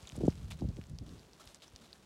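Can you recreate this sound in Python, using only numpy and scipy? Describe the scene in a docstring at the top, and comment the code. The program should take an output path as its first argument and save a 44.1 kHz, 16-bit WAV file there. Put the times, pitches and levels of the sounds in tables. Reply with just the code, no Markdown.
"""A dry, grassy hillside, one microphone in faint open air.
A light gust buffets the microphone: each eddy is a soft thump that falls in pitch, over a low rumble
and flutter, and the wind then dies away. Close by, as if under shifting feet, dry stalks snap in
short ticks, and grass and grit rustle with dense grains of tiny fractures."""
import sys
import numpy as np
from scipy import signal
from scipy.fft import rfft, irfft
from scipy.io import wavfile
from scipy.ndimage import uniform_filter1d

SR = 44100
rng = np.random.default_rng(int(sys.argv[2]) if len(sys.argv) > 2 else 0)


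def master_out(mix):
    """Clip the mix to full scale and print it as 16-bit PCM to the path in sys.argv[1]."""
    frames = np.transpose(np.atleast_2d(mix))
    ceiling = np.clip(frames, -1, 1)
    pcm = np.round(ceiling * 32767).astype(np.int16)
    wavfile.write(sys.argv[1], SR, pcm)


N = 90404

# spectrum of dry grass breaking close to the microphone: frequency_hz, density_db
GRASS_SPECTRUM = [(200, -7.5), (600, 3), (1300, 1), (2000, -3.5), (3500, -1), (5000, -3.5), (8000, -6),
                  (11000, -12), (16000, -25)]
# rise and fall of the fine crackle: time_s, level_db
CRACKLE_LEVEL = [(0, -62), (.3, -62.5), (.45, -67), (.62, -69), (.85, -70), (1.02, -74.5), (1.07, -65),
                 (1.2, -67), (1.3, -72), (1.42, -64.5), (1.6, -69.5), (1.85, -67), (2.05, -69.5)]


def undb(db):
    """Decibels to gain."""
    return 10 ** (np.asarray(db) / 20)


def unit(x):
    """Scale to rms 1."""
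    return x / np.sqrt(np.mean(x ** 2))


def curve(rows):
    """Gain over time from rows of time_s, level_db."""
    time_s, level_db = np.array(rows).T
    return undb(np.interp(np.arange(N) / SR, time_s, level_db))


def colour(x, rows):
    """Filter by rows of frequency_hz, density_db, then scale to rms 1."""
    hz, db = np.array(rows).T
    bins_hz = np.maximum(np.arange(N // 2 + 1) * SR / N, 1)
    gain = undb(np.interp(np.log(bins_hz), np.log(hz), db))
    return unit(irfft(rfft(x) * gain, N))


def wander(rate_hz):
    """Smooth random drift of rms 1."""
    hold = int(SR / rate_hz)
    steps = np.repeat(rng.standard_normal(N // hold + 1), hold)
    return unit(uniform_filter1d(steps, hold)[:N])


def add(out, at_s, sound):
    """Mix in a sound centred on a time."""
    i = int(round(at_s * SR)) - len(sound) // 2 + np.arange(len(sound))
    inside = (i >= 0) & (i < N)
    out[i[inside]] += sound[inside]


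def open_air():
    """The faint, slightly wavering hush of the hillside all around."""
    # spectrum of the hush: frequency_hz, density_db
    air_spectrum = [(20, -36), (50, 7.5), (100, -0.5), (190, 5), (450, 0.5), (800, -7), (1300, -11),
                    (2300, -16), (3900, -16), (6500, -20), (10000, -27), (16000, -31)]
    # its slow rise and fall: time_s, level_db
    air_level = [(0, -62.5), (.35, -61.5), (.7, -62), (1.0, -66), (1.12, -60.5), (1.45, -63.5), (1.59, -66),
                 (1.83, -63), (2.05, -64.5)]
    flicker_db = 0.04
    hush = colour(rng.standard_normal(N), air_spectrum) * curve(air_level)
    return hush * undb(flicker_db * wander(rate_hz=26.2))


def grains(per_s, scatter_db):
    """Tiny fractures in dry grass: impulses of random time, size and sign."""
    hits = rng.random(N) < per_s / SR
    sizes = undb(scatter_db * np.minimum(rng.exponential(size=N), 5))
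    return colour(hits * sizes * rng.choice([-1, 1], N), GRASS_SPECTRUM)


def grass_rustle():
    """Close scuffs of dense grains, each with its own crunchy resonance, over a fine crackle."""
    # scuffs through dry grass: start_s, length_s, level_db, crunch_hz
    scuffs = [(0.068, 0.01, -72, 3600), (.155, 0.0053, -53.5, 10100), (0.24, 0.016, -66, 7000),
              (0.502, 0.015, -50, 2450), (0.529, 0.0055, -55.5, 3920), (0.585, .012, -60.5, 4030),
              (1.393, 0.027, -58, 1330), (1.446, 0.089, -68.5, 10400), (1.465, .045, -69, 3920),
              (1.545, 0.013, -61.5, 6500), (1.618, 0.026, -57, 3720), (1.655, 0.028, -66, 5500),
              (1.807, 0.017, -62.5, 1300), (1.831, 0.028, -65, 3900), (1.946, 0.013, -63.5, 1600)]
    attack_s, release_s, crunch_db = 0.0061, 0.0071, 2.5
    t = np.arange(N) / SR
    out = curve(CRACKLE_LEVEL) * grains(per_s=2500, scatter_db=3.5)
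    dense = grains(per_s=11000, scatter_db=-0.5)
    for start_s, length_s, level_db, crunch_hz in scuffs:
        attack = np.clip((t - start_s) / attack_s, 0, 1)
        release = np.exp(-np.maximum(t - start_s - length_s, 0) / release_s)
        crunch = signal.lfilter(*signal.iirpeak(crunch_hz, Q=5.1, fs=SR), dense)
        out += undb(level_db) * attack * release * unit(dense + undb(crunch_db) * crunch)
    return out


def eddy(pitch_hz, fall_cycles):
    """One eddy passing the microphone port: a few pressure swings, each slower than the last."""
    period_growth, rise_cycles = 0.72, 0.64  # growth in seconds of period per second
    t = np.arange(-4000, 4000) / SR
    cycles = np.log(np.maximum(1 + period_growth * pitch_hz * t, 1e-6)) / period_growth
    envelope = np.exp(-.5 * (cycles / np.where(cycles < 0, rise_cycles, fall_cycles)) ** 2)
    return envelope * np.cos(2 * np.pi * cycles) * signal.windows.tukey(len(t), .5)


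def wind_on_microphone():
    """Eddies thump over a low rumble that follows the gust and breaks into flutter at its crests."""
    # eddies striking the microphone, each at its peak: time_s, level_db, pitch_hz, fall_cycles
    buffets = [(0.038, -45, 78.5, 0.55), (0.133, -42, 137, 0.96), (.1555, -42, 550, 0.47),
               (0.1824, -32, 231, 1), (0.2109, -39, 560, 1.2), (0.2167, -32, 287, 0.36),
               (.2362, -32, 427, 1.1), (.2392, -24, 240, 0.58), (0.2486, -36.5, 560, 0.9),
               (0.2628, -33, 266, 1.07), (0.2823, -14, 355, 1.09), (.2951, -48, 143, 0.33),
               (0.424, -37, 117.5, 0.56), (0.4488, -42, 89, 1.3), (0.522, -46, 78, .7),
               (0.622, -31.5, 473, 0.94), (0.626, -27, 212, 1.14), (0.6482, -33.5, 103, .8),
               (0.6607, -28.5, 89, 0.49), (0.6902, -30.5, 133, 0.96), (.7905, -36.5, 258, 1.2),
               (.9349, -42, 145, 1.6), (1.019, -37.5, 91, .7), (1.474, -51, 72, 0.73),
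               (1.745, -49.5, 73, 0.72)]
    # strength of the rumble through the gust: time_s, level_db
    gust_level = [(0, -69), (.1, -64.5), (.17, -50.5), (.25, -37.5), (.33, -48), (.38, -49), (.45, -44.5),
                  (.52, -42.5), (.59, -53), (.67, -42.5), (.75, -49.5), (.8, -52), (.86, -57.5), (.92, -43),
                  (.98, -50), (1.02, -51), (1.14, -50), (1.21, -63), (1.36, -84), (2.05, -66.5)]
    # spectrum of the rumble: frequency_hz, density_db
    rumble_spectrum = [(20, -19), (40, -2.5), (70, 2), (110, -0.5), (175, -1.5), (240, -18), (330, -26.5),
                       (600, -43), (1500, -83)]
    # bursts of flutter at the crests: centre_s, half_length_s, level_db
    flutter_bursts = [(0.181, 0.0075, -43.5), (0.213, 0.0068, -34.5), (0.24, 0.0068, -38.5),
                      (0.256, 0.0061, -36), (.632, 0.015, -41.5), (0.649, 0.0056, -45.5), (0.7, 0.016, -51),
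                      (0.785, .011, -50), (0.907, 0.0049, -52.5), (1.023, 0.0075, -52.5),
                      (1.11, 0.061, -57), (1.825, 0.029, -61.5)]
    # spectrum of the flutter: frequency_hz, density_db
    flutter_spectrum = [(40, -34), (130, -17.5), (220, 9), (380, -1.5), (560, -10), (760, -18), (1000, -38),
                        (1600, -65)]
    port_low_hz, port_high_hz, flicker_db = 41.7, 1060, 0.5
    t, thumps = np.arange(N) / SR, np.zeros(N)
    for time_s, level_db, pitch_hz, fall_cycles in buffets:
        add(thumps, time_s, undb(level_db) * eddy(pitch_hz, fall_cycles))
    low_cut = signal.butter(3, port_low_hz, "high", fs=SR, output="sos")
    high_cut = signal.butter(4, port_high_hz, fs=SR, output="sos")
    thumps = signal.sosfiltfilt(np.vstack([low_cut, high_cut]), thumps)
    rumble = colour(rng.standard_normal(N), rumble_spectrum) * curve(gust_level)
    rumble *= undb(flicker_db * wander(rate_hz=29.16))
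    crests = sum(undb(level_db) * np.exp(-.5 * ((t - centre_s) / half_length_s) ** 2)
                 for centre_s, half_length_s, level_db in flutter_bursts)
    flutter = crests * colour(rng.standard_normal(N), flutter_spectrum)
    return thumps + rumble + flutter


def fibre_snap(pitch_hz, ring_cycles):
    """A breaking fibre: a pulse only a few cycles long."""
    cycles = pitch_hz * np.arange(-600, 600) / SR
    rise = np.exp(-.5 * (cycles / (0.75 * ring_cycles)) ** 2)
    fall = np.exp(-np.abs(cycles / ring_cycles) ** 1.44)
    return np.where(cycles < 0, rise, fall) * np.sin(2 * np.pi * cycles)


def dry_stalks():
    """Stalks break close by: clear snaps with a bright edge and a faint tail, among many small ones."""
    # the clear snaps: time_s, level_db, pitch_hz, ring_cycles
    snaps = [(0.0543, -47, 2480, 1), (.074, -39.5, 3660, 1.8), (0.0727, -39, 6960, 2),
             (.077, -41, 3540, 1.6), (.0835, -45, 4300, .8), (0.0924, -37.5, 6550, 1.3),
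             (0.091, -52, 4500, .8), (0.099, -38, 2880, 0.8), (.1214, -36.5, 3360, 0.39),
             (.159, -51, 8000, .6), (.1654, -36.5, 8500, 0.96), (.256, -48, 6240, 1.2),
             (0.269, -39, 7200, 1.2), (.299, -43, 1690, 0.4), (.3045, -40, 5100, 1.14),
             (.3255, -45.5, 2200, 0.61), (.355, -44, 6500, .6), (0.5048, -44, 10700, .7),
             (0.5113, -36, 3120, 0.63), (.515, -39, 6500, 0.6), (0.519, -47, 2400, 1.2),
             (0.5207, -31.5, 3070, 0.48), (.5266, -40, 3840, 0.87), (.598, -50, 2000, 0.48),
             (0.609, -42.5, 4540, 0.65), (0.689, -42, 4970, 0.58), (.762, -49.5, 6550, 0.86),
             (.7685, -40, 2950, 0.31), (.8141, -40, 2350, 0.44), (0.8394, -43, 3580, 0.44),
             (.869, -50.5, 7100, 1.5), (0.8974, -41, 7000, 0.4), (0.9871, -34.5, 5150, 1.03),
             (1.0927, -44.5, 4300, 1), (1.195, -47, 4740, 1.8), (1.3334, -42.5, 4900, 0.85),
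             (1.399, -47, 3000, 0.64), (1.405, -48, 8450, .7), (1.456, -44, 9800, 0.51),
             (1.475, -35.5, 4360, 0.6), (1.5465, -34, 6760, 0.79), (1.6217, -42.5, 3300, 1),
             (1.6804, -45.5, 5700, 1.9), (1.7615, -32.5, 5000, 0.7), (1.93, -35.5, 4300, 1.45)]
    edge_db, tail_db, tail_s = -19.5, -20, 0.003
    small_per_s, small_hz, spread_octaves = 90, 4920, 0.73
    out, crackle = np.zeros(N), curve(CRACKLE_LEVEL)
    tail_noise = colour(rng.standard_normal(N), GRASS_SPECTRUM)
    edge = undb(edge_db) * fibre_snap(pitch_hz=9900, ring_cycles=0.55)
    t = (np.arange(len(edge)) - len(edge) // 2) / SR
    tail_envelope = undb(tail_db) * (t > 0) * np.exp(-np.abs(t) / tail_s)
    for k, (time_s, level_db, pitch_hz, ring_cycles) in enumerate(snaps):
        tail = np.roll(tail_noise, k * len(t))[:len(t)] * tail_envelope
        add(out, time_s, undb(level_db) * (fibre_snap(pitch_hz, ring_cycles) + edge + tail))
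    for when, pitch, size in rng.random((int(small_per_s * N / SR), 3)):
        gain = crackle[int(when * N)] * undb(8 + 8 * size)  # 8 to 16 dB above the fine crackle
        pitch_hz = small_hz * 2 ** (spread_octaves * (2 * pitch - 1))
        add(out, when * N / SR, gain * fibre_snap(pitch_hz, ring_cycles=0.84))
    return out


def scene():
    """Air, grass, wind and stalks at one microphone."""
    return (open_air() + grass_rustle() + wind_on_microphone() + dry_stalks())[None]


def record(dry):
    """The recorder cuts the highest treble steeply."""
    top_hz = 15800
    return signal.sosfilt(signal.ellip(10, .2, 70, top_hz, fs=SR, output="sos"), dry)


dry = scene()
out = record(dry)
master_out(out)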